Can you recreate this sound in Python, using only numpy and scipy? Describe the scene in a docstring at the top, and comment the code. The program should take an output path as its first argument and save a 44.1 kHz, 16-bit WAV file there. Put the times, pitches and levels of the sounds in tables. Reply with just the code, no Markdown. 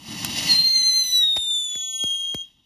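"""A small fountain firework whistles shrilly on a pavement in front of a low wall, beside a second one.
First the jets roar and hiss as filtered, flickering noise; then one tube breaks into a tone with overtones
that falls as the fuel burns down, for a while with an octave below.
Fine sparks crackle as random clicks; a few burst with a snap of noise and a falling sine thump.
Decaying noise echoes carry it all into the open square, heard through two close microphone ports."""
import sys
import numpy as np
from scipy import signal
from scipy.fft import rfft, irfft
from scipy.io import wavfile

SR = 44100
rng = np.random.default_rng(int(sys.argv[2]) if len(sys.argv) > 2 else 0)


def master_out(mix):
    """Clip the mix to full scale and print it as 16-bit PCM to the path in sys.argv[1]."""
    frames = np.transpose(np.atleast_2d(mix))
    ceiling = np.clip(frames, -1, 1)
    pcm = np.round(ceiling * 32767).astype(np.int16)
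    wavfile.write(sys.argv[1], SR, pcm)


N = 116865
T = np.arange(N) / SR
HZ = np.fft.rfftfreq(2 * N, 1 / SR)


def from_db(db):
    """Decibels to gain."""
    return 10 ** (np.asarray(db) / 20)


def rms_one(x):
    """Scale to unit power."""
    return x / np.sqrt(np.mean(x ** 2) + 1e-20)


def in_time(rows):
    """Join the points of a curve by straight lines."""
    return np.interp(T, *np.transpose(rows))


def level(rows):
    """Gain from a dB curve, all but silent outside its span."""
    return from_db(np.interp(T, *np.transpose(rows), left=-120, right=-120))


def filtered(x, response):
    """Pass a sound through a frequency response."""
    return irfft(rfft(x, 2 * N) * response)[..., :N]


def colour(points):
    """Frequency response from (Hz, dB) points, joined over log frequency."""
    hz, db = np.transpose(points)
    return from_db(np.interp(np.log(HZ + 1), np.log(hz), db))


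def drift(rate):
    """Smooth chance of spread 1 that changes about rate times a second."""
    return rms_one(filtered(rng.standard_normal(N), 1 / (1 + (HZ / rate) ** 2)))


def coloured_noise(spectrum):
    """Steady noise of unit power with the given frequency response."""
    return rms_one(filtered(rng.standard_normal(N), spectrum))


def wind():
    """Faint wind on the microphone, a steady low noise."""
    # Each row: frequency in Hz, density in dB per Hz.
    wind_spectrum = [(25, 1), (50, -2.5), (80, -4), (130, -13), (400, -44), (2000, -58)]
    return from_db(-67) * coloured_noise(colour(wind_spectrum))


def echoes(x, db, t60):
    """Scattered reflections as decaying noise, mostly in the middle and treble."""
    tail = rng.standard_normal(N) * from_db(-60 * T / t60)
    tail = tail * (T > .004)  # nothing returns in the first 4 ms
    tail = tail / np.linalg.norm(tail)
    tone = HZ / (HZ + 400) / (1 + (HZ / 7000) ** 2)
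    return from_db(db) * filtered(x, rfft(tail, 2 * N) * tone)


def grains(per_s):
    """Random clicks of uneven size and either sign."""
    spread_db = -4.5
    sizes = from_db(spread_db * np.minimum(rng.exponential(1, N), 4)) * rng.choice([-1, 1], N)
    return rms_one(sizes * (rng.random(N) < per_s / SR))


def jet(source, curve, spectrum, flicker_db):
    """Flickering turbulence, heard directly and, a little later and duller, off the pavement."""
    ground_delay_s, ground_share = 0.001029, .42
    bounce = np.exp(-2j * np.pi * HZ * ground_delay_s) / (1 + (HZ / 6000) ** 2)
    noise = rms_one(filtered(source, colour(spectrum) * (1 + ground_share * bounce)))
    return noise * from_db(in_time(curve) + flicker_db * drift(20))  # flickers about 20 times a second


def roar():
    """The jets' low roar, flickering low noise."""
    # Each row: time in seconds, level in dB.
    roar_level = [(0, -50.5), (.1, -40.5), (.22, -36.5), (.4, -35), (.52, -36.5), (.62, -43.5),
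                  (.72, -54.5), (1.0, -57), (1.25, -60.5), (1.448, -66.5), (2.001, -73), (2.65, -71.5)]
    # Each row: frequency in Hz, density in dB per Hz.
    roar_spectrum = [(25, -33), (50, -13.5), (90, -8), (140, -2), (240, 1.5), (320, -2), (480, -21.5),
                     (900, -13), (1500, -20.5), (3000, -59)]
    return jet(rng.standard_normal(N), roar_level, roar_spectrum, flicker_db=2)


def blast():
    """The hard jet before the whistle settles, noise that sputters fast."""
    # Each row: time in seconds, level in dB.
    blast_level = [(0, -53.5), (.1, -37), (.2, -34), (.35, -32), (0.388, -23.5), (0.424, -29), (0.508, -26),
                   (.6, -39), (.7, -44.5), (.9, -76)]
    # Each row: frequency in Hz, density in dB per Hz.
    blast_spectrum = [(200, -24), (600, -7), (1150, -15.5), (1450, -13.5), (1750, -10.5), (1980, -2.5),
                      (2350, -8.5), (2750, 3), (3400, -6), (4500, 0), (6000, -3.5), (7500, -11),
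                      (10000, -9.5), (12500, -18.5), (14000, -21), (16000, -18)]
    sputter_db, sputter_per_s = 0.8, 270
    sputter = from_db(sputter_db * drift(sputter_per_s))
    return jet(rng.standard_normal(N) * sputter, blast_level, blast_spectrum, flicker_db=1.5)


def hiss():
    """The spark shower's hiss, noise laced with a fine crackle of tiny sparks."""
    # Each row: time in seconds, level in dB.
    hiss_level = [(0, -51.5), (.5, -32.5), (.72, -44.5), (1.051, -44), (1.3, -50), (1.6, -53),
                  (1.849, -50.5), (2.15, -53.5), (2.35, -57.5), (2.65, -75)]
    # Each row: frequency in Hz, density in dB per Hz.
    hiss_spectrum = [(200, -11), (500, -7), (950, -9), (1500, -10), (2000, -7), (3000, 6.5), (4400, -5),
                     (5600, -0.5), (7500, -5.5), (10000, -7), (12000, -7.5), (14000, -16.5), (16000, -19)]
    sparks_per_s, sparks_db = 900, -13.5  # dB against the raw noise
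    source = rng.standard_normal(N) + from_db(sparks_db) * grains(sparks_per_s)
    return jet(source, hiss_level, hiss_spectrum, flicker_db=1.32)


def rush():
    """Rushing in the tube mouths, noise with grains spat out."""
    # Each row: time in seconds, level in dB.
    rush_level = [(0, -61), (.3, -42), (.52, -37.5), (.72, -48), (1.05, -49), (1.399, -58.5), (1.85, -51),
                  (2.05, -51.5), (2.159, -52), (2.35, -57), (2.65, -69.5)]
    # Each row: frequency in Hz, density in dB per Hz.
    rush_spectrum = [(1500, -41.5), (2250, -27), (2750, 4.5), (3200, 8), (3800, 7.5), (4300, -30),
                     (7000, -48)]
    spits_per_s, spits_db = 37, -10  # dB against the raw noise
    source = rng.standard_normal(N) + from_db(spits_db) * grains(spits_per_s)
    return jet(source, rush_level, rush_spectrum, flicker_db=3)


def bursts():
    """Each spark burst is a brief snap of noise and a thump that dives from the midrange into the bass."""
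    # Each row: start in seconds, snap level in dB, snap length in seconds, snap tilt in dB per octave,
    # thump level in dB, thump swell time in seconds, steepness of its swell and fall.
    burst_rows = [(0.2474, -18.5, 0.0034, 1, -52, .0002, 2), (1.3634, -31.5, 0.01, -1.7, -34, 0.014, 3),
                  (1.3679, -30, 0.0084, -3, -20.5, .0012, 5.2),
                  (1.7545, -31.5, 0.0015, 1, -38.5, 0.0025, 1),
                  (2.0382, -27, .002, -1.1, -27, 0.0031, 1.77),
                  (2.3447, -29, 0.0043, 0.3, -24.5, 0.0028, 1.5)]
    # Each row: frequency in Hz, level in dB.
    snap_spectrum = [(200, -4), (1000, -4.5), (3000, 0.5), (6000, -1.5), (9000, -1.5), (13000, -4),
                     (16000, -18)]
    tilt_from_hz = 250  # the tilt acts above this
    thump_cycles, thump_lead_s, thump_fade_s = 1.208, 0.00051, 0.041  # pitch is cycles / (age + lead)
    out = 0
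    for s, snap_db, snap_s, tilt_db, thump_db, swell_s, steepness in burst_rows:
        age = np.maximum(T - s, 0)
        tilt = from_db(tilt_db * np.log2(HZ + tilt_from_hz))
        noise = coloured_noise(colour(snap_spectrum) * tilt)
        snap = from_db(snap_db) * (age > 0) * np.exp(-(age / snap_s) ** 2) * noise
        swell = (2 * age * swell_s / (age ** 2 + swell_s ** 2)) ** steepness  # peaks at age = swell_s
        swell = swell * np.exp(-(age / thump_fade_s) ** 2)
        dive = np.sin(2 * np.pi * thump_cycles * np.log1p(age / thump_lead_s))
        out = out + snap - from_db(thump_db) * swell * dive
    return out


def splutters():
    """Brief puffs of noise as lumps pass the mouth of the whistling tube."""
    # Each row: centre in seconds, level in dB.
    puff_rows = [(0.827, -34.5), (1.507, -37), (1.834, -33.5), (1.861, -39), (2.146, -38), (2.184, -45)]
    # Each row: frequency in Hz, density in dB per Hz.
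    puff_spectrum = [(1900, -42), (2400, -23), (2800, -1.5), (3200, 5), (3800, -4.5), (4400, -25),
                     (8000, -44.5)]
    half_length_s = 0.0026
    puffs = sum(from_db(db) * np.exp(-((T - s) / half_length_s) ** 2) for s, db in puff_rows)
    return puffs * coloured_noise(colour(puff_spectrum))


def whistle():
    """The tube's tone with overtones, half lines while its period doubles, and a noisy edge."""
    # Pitch of the tube. Each row: time in seconds, frequency in Hz.
    pitch = [(0.48, 4310), (0.546, 4147), (0.734, 4206), (0.818, 4111), (0.868, 4145), (0.922, 4068),
             (0.956, 4146), (1.094, 4002), (1.216, 3881), (1.232, 3753), (1.282, 3717), (1.676, 3485),
             (1.82, 3365), (1.886, 3370), (2.042, 3249), (2.386, 3221), (2.442, 3260), (2.47, 3260)]
    # The fundamental. Each row: time in seconds, level in dB.
    fundamental = [(0.47, -21), (0.51, -14.5), (0.58, -18.5), (0.59, -12), (0.63, -20.5), (0.65, -15),
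                   (0.74, -19), (0.76, -15.5), (0.81, -19), (0.9, -16), (0.92, -23.5), (0.96, -18),
                   (1.02, -20.5), (1.04, -30), (1.09, -30.5), (1.1, -33.5), (1.14, -15.5), (1.22, -17.5),
                   (1.23, -16), (1.42, -26.5), (1.52, -22), (1.63, -27.5), (1.64, -27.5), (1.9, -33),
                   (1.92, -38.5), (1.95, -27.5), (1.98, -38), (2.01, -25), (2.12, -22.5), (2.19, -28),
                   (2.27, -25), (2.42, -32), (2.47, -51.5), (2.49, -66)]
    # Each row: time in seconds, then the second, third and fourth harmonic in dB.
    overtones = [(.46, -66, -72, -90), (.51, -28.5, -49, -80), (.66, -41.5, -42, -82),
                 (.78, -35, -53.5, -65), (1.0, -41.5, -42.5, -79.5), (1.18, -33.5, -39, -45),
                 (1.27, -50.5, -49, -62), (1.42, -36.5, -40, -62), (1.601, -33.5, -38.5, -70),
                 (1.75, -35, -46, -59), (1.899, -33, -48.5, -54.5), (1.98, -32.5, -40, -54),
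                 (2.1, -37.5, -41.5, -61.5), (2.3, -43.5, -49, -67), (2.42, -47, -57.5, -75),
                 (2.49, -82.5, -87.5, -88)]
    # Period doubling. Each row: time in seconds, then the lines at 1/2, 3/2, 5/2 and 7/2 of the pitch in dB.
    doubling = [(.62, -59.5, -62, -68.5, -79), (.68, -43, -34.5, -59, -60), (.72, -50, -42.5, -59, -64),
                (.76, -39, -28.5, -47.5, -62), (.88, -41, -28, -40, -55.5), (1.0, -43.5, -27.5, -39, -57),
                (1.17, -52.5, -31, -40, -54), (1.239, -45.5, -44.5, -55, -66.5), (1.32, -68, -65, -73, -65)]
    # The whistle stumbles. Each row: time in seconds, pitch drop in Hz, level drop in dB.
    stumbles = [(0.827, 316.5, 10)]
    # Turbulence ringing just under the pitch. Each row: time in seconds, strength in dB before halving.
    edge_strength = [(.47, -27), (.55, -30.5), (.75, -41), (.95, -36.5), (1.1, -30.5), (1.25, -53),
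                     (1.8, -41), (2.15, -40.5), (2.48, -58)]
    stumble_s = .003
    waver_hz, waver_per_s, jitter_hz, jitter_per_s = 7, 27.1, 10, 132  # slow and fast unsteadiness
    flutter_db, flutter_per_s = 0.93, 78
    onset_s, onset_rise_s = .486, .008  # the tube catches
    edge_width_hz, edge_below_hz = 95, 90

    hz = in_time(pitch) + waver_hz * drift(waver_per_s) + jitter_hz * drift(jitter_per_s)
    gain = (1 + np.tanh((T - onset_s) / onset_rise_s)) / 2
    for s, drop_hz, drop_db in stumbles:
        dip = np.exp(-((T - s) / stumble_s) ** 2)
        hz = hz - drop_hz * dip
        gain = gain * from_db(-drop_db * dip)
    phase = 2 * np.pi * np.cumsum(hz) / SR

    under = phase - 2 * np.pi * edge_below_hz * T
    edge = (drift(edge_width_hz) * np.sin(under) + drift(edge_width_hz) * np.cos(under)) / 2
    tone = level(fundamental) * np.sin(phase) * from_db(flutter_db * drift(flutter_per_s))
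    out = tone + level(edge_strength) * edge
    for table, lowest in ((np.array(overtones), 2), (np.array(doubling), .5)):
        for k in range(table.shape[1] - 1):
            flutter = from_db(2 * flutter_db * drift(flutter_per_s))  # twice the fundamental's, in dB
            out = out + level(table[:, [0, k + 1]]) * flutter * np.sin((lowest + k) * phase)
    return np.sqrt(2) * gain * out  # a sine's level is thus its rms


def scene():
    """Fireworks, their echoes and a little wind reach two closely spaced microphone ports."""
    # Phase lead of the left port. Each row: frequency in Hz, lead in radians.
    port_phase = [(2350, 0), (3000, .6), (3500, .45), (4100, .15), (5100, .3), (5900, -.15), (7100, -1.3),
                  (8150, -3.14), (10500, -5.3), (11200, -6.2), (12300, -6.6), (13500, -8.3), (14700, -9.4)]
    # Left port above the right. Each row: frequency in Hz, difference in dB.
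    balance = [(100, .2), (1200, .4), (2100, 1.2), (3250, 1.7), (3750, 1.4), (4150, .3), (6500, .3),
               (9000, -.1)]
    jets = roar() + blast() + hiss() + rush()
    direct = whistle() + jets + bursts() + splutters()
    wall = echoes(direct, db=-16, t60=0.054)
    square = echoes(direct, db=-24, t60=0.8)
    sideways = echoes(direct, db=-23.5, t60=.04)  # near reflections, opposite in the two ports

    sides = np.array([[.5], [-.5]])  # left and right each take half of every difference
    air = direct + wind() + wall + square + 2 * sides * sideways
    lead = np.exp(1j * sides * np.interp(HZ, *np.transpose(port_phase)))
    return filtered(air, lead * colour(balance) ** sides)


def record(dry):
    """The deep bass is rolled off and the top is cut steeply."""
    low_cut_hz, cutoff_hz = 40, 16000
    thin = signal.sosfilt(signal.butter(3, low_cut_hz, "high", fs=SR, output="sos"), dry)
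    return signal.sosfiltfilt(signal.ellip(10, .1, 60, cutoff_hz, fs=SR, output="sos"), thin)


dry = scene()
out = record(dry)
master_out(out)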